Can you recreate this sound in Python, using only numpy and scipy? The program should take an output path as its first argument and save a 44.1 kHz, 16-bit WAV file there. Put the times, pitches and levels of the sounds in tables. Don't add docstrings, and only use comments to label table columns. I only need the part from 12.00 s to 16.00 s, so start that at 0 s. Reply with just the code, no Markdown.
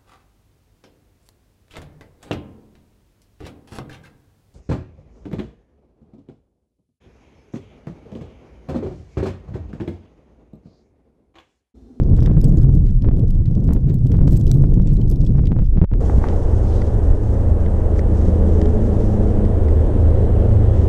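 import sys
import numpy as np
from scipy import signal
from scipy.fft import rfft, irfft
from scipy.io import wavfile
from scipy.ndimage import uniform_filter1d

SR = 44100
rng = np.random.default_rng(int(sys.argv[2]) if len(sys.argv) > 2 else 0)


def wav_record(signal):
    frames = np.transpose(np.atleast_2d(signal))
    bounded = np.clip(frames, -1, 1)
    quanta = np.round(bounded * 32767).astype(np.int16)
    wavfile.write(sys.argv[1], SR, quanta)


N = 4 * SR


def undb(db):
    return 10 ** (np.asarray(db) / 20)


def unit(x):
    return x / np.sqrt(np.mean(x ** 2) + 1e-20)


def steady(x):
    return x / np.sqrt(uniform_filter1d(x ** 2, size=6000) + 1e-20)


def curve(rows, column=1):
    rows = np.array(rows)
    return np.interp(np.arange(N) / SR, rows[:, 0], rows[:, column])


def swell(at, half_s):
    return np.exp(-((np.arange(N) / SR - at) / half_s) ** 2)


def spells(rows):
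    return sum(undb(db) * swell(at, half_s) for at, half_s, db in rows)


def walk(rate):
    hold = int(SR / rate)
    steps = np.repeat(rng.standard_normal(N // hold + 1), hold)
    return unit(uniform_filter1d(steps, hold)[:N])


def eq(x, points):
    hz, db = np.array(points).T
    f = np.maximum(np.arange(N // 2 + 1) * SR / N, 1)
    return irfft(rfft(x) * undb(np.interp(np.log(f), np.log(hz), db)), N)


def band(x, hz, kind, order=2):
    return signal.sosfilt(signal.butter(order, hz, kind, fs=SR, output="sos"), x)


def add(out, at, x):
    i = int(np.clip(at * SR, 0, N - 1))
    out[i:i + len(x)] += x[:N - i]


# f/Hz, gain/dB
HISS_EQ = [(300, 8.5), (1500, 5), (3000, -3.5), (5300, -5), (8000, -3), (9500, -19.5), (12000, -4.5),
           (16000, -21)]
def background_hiss(level_db=-67):
    return unit(eq(rng.standard_normal(N), HISS_EQ)) * undb(level_db)


# t/s, half length/s, level/dB
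BREEZE_SWELLS = [(.3, 0.19, -57), (.6, 0.071, -57.5)]
def breeze(band_hz=(600, 1800)):
    return unit(band(rng.standard_normal(N), band_hz, "band", order=4)) * spells(BREEZE_SWELLS)


# t/s, f/Hz, glide/(Hz/s), peak level/dB
WHIRLS = [(.47, 148.9, -100, -12.5), (.67, 136.3, 22, -10.5), (1.88, 130.3, -200, -13.5),
          (2.03, 123.9, -42.5, -12), (2.57, 138.5, 260, -11), (2.8, 183.9, 205, -14),
          (3.827, 171.2, -2.5, -10)]
WHIRL_HALF_S = .055
def whirls():
    out, t = np.zeros(N), np.arange(N) / SR
    for at, hz, glide, db in WHIRLS:
        cycles = rng.random() + hz * (t - at) + glide * (t - at) ** 2 / 2
        out += undb(db) * swell(at, WHIRL_HALF_S) * np.sin(2 * np.pi * cycles)
    return out


# t/s, f/Hz
GROWL_PITCH = [(0.0, 125), (1.41, 122), (1.9, 134), (2.25, 117), (2.41, 131), (2.46, 114), (2.52, 129),
               (3.22, 120), (3.59, 126), (3.7, 112)]
def growl(width_hz=55.2):
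    a, b = band(rng.standard_normal((2, N)), width_hz / 2, "low")
    phase = 2 * np.pi * np.cumsum(curve(GROWL_PITCH)) / SR
    return steady(a * np.cos(phase) + b * np.sin(phase))


# f/Hz, gain/dB
WIND_EQ = [(15, -6.5), (28, 6.5), (50, -3), (78, -6), (130, -6), (215, -17.5), (310, -22.5), (500, -35.5),
           (800, -51), (1300, -65), (2200, -81), (5000, -92.5)]
# t/s, buffeting level/dB, rumble level/dB, rush level/dB
WIND_FADERS = [(0.0, -14, -15, -30), (0.18, -12, -13.5, -29.5), (0.63, -11, -11.5, -27.5),
               (0.99, -12, -17.5, -41), (1.07, -10, -15, -27.5), (1.17, -14, -14.5, -30),
               (1.34, -11, -16, -35), (1.48, -17, -14.5, -36.5), (1.7, -15, -14.5, -27.5),
               (1.97, -20, -14, -36), (2.33, -6.5, -12, -26.5), (2.42, -31, -13, -34),
               (2.46, -4.5, -19, -27.5), (2.53, -17, -13, -31), (2.64, -12, -10, -28.5),
               (2.7, -11, -16.5, -33), (3.61, -14.5, -12.5, -32.5), (3.69, -4, -28, -45.5),
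               (3.85, -25, -12.5, -25), (3.89, -15.5, -40, -69), (3.92, -10, -11.5, -33.5),
               (3.98, -11.5, -30.5, -34.5)]
def wind(low_hz=71.4, high_hz=222.6):
    def eddies(hz, kind):
        return steady(band(eq(rng.standard_normal(N), WIND_EQ), hz, kind, order=4))

    buffeting = eddies(low_hz, "low") * undb(curve(WIND_FADERS, 1) + 1)
    rumble = eddies([low_hz, high_hz], "band") * undb(-2.5)
    rush = eddies(high_hz, "high") * undb(curve(WIND_FADERS, 3) + 3.5)
    rumble += growl() * undb(-8.5)
    flutter = walk(rate=60)
    duck_db = -2 * sum(swell(at, WHIRL_HALF_S) for at, *_ in WHIRLS)
    rumble *= undb(curve(WIND_FADERS, 2) + 1.5 * flutter + duck_db)
    rush *= undb(3 * flutter)
    return buffeting + rumble + rush + whirls()


# t/s, half length/s, share of its travel used up
GUSTS = [(0.301, .12, 0.73), (1.076, 0.05, 0.64), (1.719, 0.074, 0.82), (2.234, .11, 0.6),
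         (2.652, 0.03, 0.72), (3.372, 0.033, 0.54), (3.56, 0.075, 0.68), (3.826, .05, 0.8)]
# t/s, length/s, share of the motion let through
STALLS = [(1.043, 0.014, .3), (1.095, 0.016, 0.22), (3.793, 0.026, 0.04), (3.848, 0.075, 0.053)]
def diaphragm(pressure, travel=1.356, recover_hz=23.4):
    t = np.arange(N) / SR
    lean = sum(share * swell(at, half_s) for at, half_s, share in GUSTS)
    gate = np.where(pressure < travel * (1 - lean), 1., 0.)
    for at, length, share in STALLS:
        gate[(t > at) & (t < at + length)] = share
    gate = uniform_filter1d(gate, size=8)
    seep = undb(-1) * band(pressure, hz=35, kind="low")
    motion = np.gradient(pressure) * gate + np.gradient(seep) * (1 - gate)
    leak = np.exp(-2 * np.pi * recover_hz / SR)
    return signal.lfilter([1], [1, -leak], motion)


# t/s, relative click level/dB, thud weight/dB
POPS = [(0.1857, -34.5, -28), (0.1906, -34, -19.5), (0.2721, -31, -17), (0.3124, -35, -19),
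        (0.3324, -46, -25), (0.367, -34.5, -14), (1.044, -32.5, -30), (1.0509, -37, -31),
        (1.0751, -43, -23), (1.0861, -29.5, -33), (1.111, -37.5, -30.5), (1.416, -46, -28),
        (1.6895, -31, -21), (1.7069, -32.5, -23), (1.72, -35.5, -17), (1.7251, -40, -7),
        (1.7632, -31.5, -26), (2.141, -33, -34), (2.1511, -35.5, -21), (2.1893, -34.5, -11),
        (2.213, -33.5, -26), (2.2771, -29.5, -22.5), (2.6411, -34.5, -33), (2.797, -34.5, -15),
        (3.3821, -35, -28), (3.3916, -32.5, -20), (3.4373, -40, -23), (3.517, -28, -29),
        (3.5267, -35.5, -30), (3.5866, -33, -27), (3.5944, -36, -19), (3.6218, -40, -27.5),
        (3.772, -35, -23.5), (3.7809, -35.5, -10), (3.8139, -28, -14.5), (3.8206, -36.5, -17.5),
        (3.8442, -32, -19), (3.914, -37, -30), (3.9355, -29, -53)]
def pops(kink_s=.0013, typical_thud_db=-26, lag_s=.0015, rebound_s=.003):
    out, t = np.zeros(N), np.arange(SR // 40) / SR
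    for at, click_db, thud_db in POPS:
        polarity, jitter = rng.standard_normal(2)
        decay_s = kink_s * undb(.56 * (thud_db - typical_thud_db))
        kink = np.sign(polarity) * undb(click_db + 22.5) * t / kink_s * np.exp(1 - t / decay_s)
        add(out, at + lag_s, kink)
        add(out, at + lag_s + rebound_s * np.exp(.3 * jitter), -undb(-9.5) * kink)
    return band(out, hz=4570, kind="low")


def snap(t, tail_db, attack_s=.00026, decay_s=.00081, tail_s=.007):
    attack = 1 - np.exp(-(t / attack_s) ** 2)
    return attack * (np.exp(-t / decay_s) + undb(tail_db) * np.exp(-t / tail_s))


def grains(per_s, spread_db, eq_points, pool=4000):
    out, t = np.zeros(N), np.arange(SR // 50) / SR
    cues = rng.random((pool, 2))[:int(per_s * N / SR)]
    bursts = rng.standard_normal((pool, len(t))) * snap(t, tail_db=-16)
    for (position, size), burst in zip(cues, bursts):
        db = spread_db * min(-np.log(1 - size), 3.5)
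        add(out, position * N / SR, undb(db) * burst)
    return unit(eq(out, eq_points))


# f/Hz, gain/dB
TICK_EQ = [(600, -32), (1600, -14.5), (2400, 3.5), (3500, 9), (4400, 4), (5200, 10), (6300, 6.5),
           (7400, -3.5), (8100, 7.5), (9300, -33.5), (11000, 1), (13500, -2.5), (16000, -8)]
# t/s, level/dB
TICK_FADER = [(0, -68), (.25, -59.5), (.55, -64.5), (.8, -71), (1.4, -68.5), (1.85, -62.5), (2.1, -64.5),
              (2.4, -57.5), (2.7, -63), (3.0, -62.5), (3.4, -65), (3.75, -69.5), (4, -80)]
def ticking():
    return grains(per_s=150, spread_db=7.5, eq_points=TICK_EQ) * undb(curve(TICK_FADER))


# f/Hz, gain/dB
FRY_EQ = [(1500, -17.5), (3500, -10), (5200, -2), (6400, -2), (7500, -1.5), (8100, 5.5), (9300, -27),
          (10600, 2.5), (13000, -1), (16000, -2.5)]
# t/s, half length/s, level/dB
FRY_SWELLS = [(.46, 0.057, -63), (.585, 0.047, -58), (.755, 0.017, -55.5), (1.18, 0.03, -61),
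              (1.68, 0.078, -66), (2.08, 0.064, -61), (2.36, 0.057, -51), (2.565, 0.08, -57.5),
              (2.625, 0.013, -59), (2.94, .025, -59), (3.11, 0.018, -49)]
def frying():
    sizzle = undb(curve(TICK_FADER) - 14)
    return grains(per_s=260, spread_db=5, eq_points=FRY_EQ) * (spells(FRY_SWELLS) + sizzle)


# f/Hz, gain/dB
RASP_EQ = [(700, -11.5), (1600, 2.5), (3500, -2), (5300, -7.5), (7500, -11.5), (10000, -21.5)]
# t/s, half length/s, level/dB
RASP_SWELLS = [(.885, 0.024, -59.5), (1.475, 0.019, -60), (1.9, 0.016, -55.5), (2.33, 0.046, -58),
               (2.9, 0.036, -57.5)]
def rasping():
    return grains(per_s=600, spread_db=2.5, eq_points=RASP_EQ) * spells(RASP_SWELLS)


# f/Hz, gain/dB
CRUNCH_EQ = [(550, 5.5), (1200, -12), (2500, -19), (9000, -40.5)]
# t/s, half length/s, level/dB
CRUNCH_SWELLS = [(.269, .004, -39), (1.068, 0.011, -39), (1.705, .028, -48), (2.287, 0.0097, -35.5),
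                 (2.516, 0.0026, -37), (3.36, 0.035, -44.5), (3.595, 0.022, -44)]
def crunching():
    return grains(per_s=800, spread_db=5, eq_points=CRUNCH_EQ) * spells(CRUNCH_SWELLS)


# t/s, f/Hz, peak level/dB
TINKS = [(.414, 5130, -41.5), (.444, 8070, -34), (0.572, 6700, -43.5), (.584, 5150, -44),
         (.619, 5040, -49.5), (2.372, 8170, -35.5), (2.968, 4000, -42.5), (3.016, 3050, -43),
         (3.266, 3380, -39)]
def tinks(decay_s=.0025):
    out, t = np.zeros(N), np.arange(SR // 30) / SR
    for at, hz, db in TINKS:
        add(out, at, undb(db) * np.sin(2 * np.pi * hz * t) * np.exp(-t / decay_s))
    return out


# bottom f/Hz, top f/Hz, trim/dB
CRACK_BANDS = [(1400, 5400, -15), (4750, 8030, -18.5), (10440, 13500, -9)]
# t/s, hardness/dB, low level/dB, mid level/dB, high level/dB
CRACKS = [(0.175, -29, -49.5, -48, -68), (0.231, -22, -44, -53, -65), (0.259, -32, -31.5, -39, -62),
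          (0.4128, -32, -47, -42.5, -50.5), (0.4415, -35, -40, -33, -48), (0.452, -32, -56, -45, -57),
          (0.479, -43, -70, -46, -60), (0.493, -42, -69, -44, -65), (0.571, -40.5, -50, -49, -62),
          (0.5824, -32.5, -53.5, -48, -65), (0.6173, -32, -54, -57, -69), (0.7504, -39.5, -51, -47, -63),
          (0.864, -36, -47, -54, -64), (0.9057, -32, -57, -50, -69), (1.0204, -42, -44, -50, -64),
          (1.304, -31, -45, -47, -53), (1.4555, -47, -44, -55, -70), (1.732, -33, -44, -36, -44.5),
          (1.895, -38.5, -47, -55, -63), (1.941, -29, -48.5, -44.5, -50), (2.1172, -34, -38, -50, -57.5),
          (2.2723, -30, -45, -41.5, -73), (2.285, -31, -53, -45, -65), (2.3194, -44, -57, -55, -54),
          (2.3273, -41, -50, -59, -61), (2.3678, -31, -48, -37.5, -50), (2.411, -38, -45, -40, -63),
          (2.5136, -18, -30, -24, -43), (2.5402, -32, -44.5, -45, -54), (2.554, -38, -60, -52, -58),
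          (2.739, -31, -44.5, -44.5, -59.5), (2.8716, -35, -44, -41.5, -68), (2.967, -39, -46, -51, -67),
          (3.013, -46, -44, -48, -64), (3.0974, -32, -59, -47, -69), (3.112, -33, -49.5, -40, -46.5),
          (3.2038, -35, -66, -50, -71), (3.232, -38, -58, -50.5, -72), (3.2623, -42, -52, -44, -66),
          (3.455, -41, -41, -71, -68), (3.47, -28, -38, -58, -61.5)]
def cracks(typical_hardness_db=-33, lag_s=.001):
    out, t = np.zeros(N), np.arange(SR // 30) / SR
    for at, hardness_db, *levels in CRACKS:
        tail_db = -19.5 - .8 * (hardness_db - typical_hardness_db)
        envelope = snap(t, tail_db)
        for db, (lo, hi, trim_db) in zip(levels, CRACK_BANDS):
            burst = band(rng.standard_normal(len(t)) * envelope, [lo, hi], "band", order=3)
            add(out, at + lag_s, unit(burst) * undb(db + trim_db))
    return out


def scene():
    pressure = background_hiss() + breeze() + wind()
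    pressure += ticking() + frying() + rasping() + crunching()
    return (diaphragm(pressure) + pops() + tinks() + cracks())[None]


def record(dry, fade_s=.003, top_hz=15800):
    fade = np.minimum(np.arange(N)[::-1] / SR / fade_s, 1)
    high_cut = signal.ellip(8, .2, 70, top_hz, fs=SR, output="sos")
    return signal.sosfilt(high_cut, np.clip(dry, -1, 1) * fade)


dry = scene()
out = record(dry)
wav_record(out)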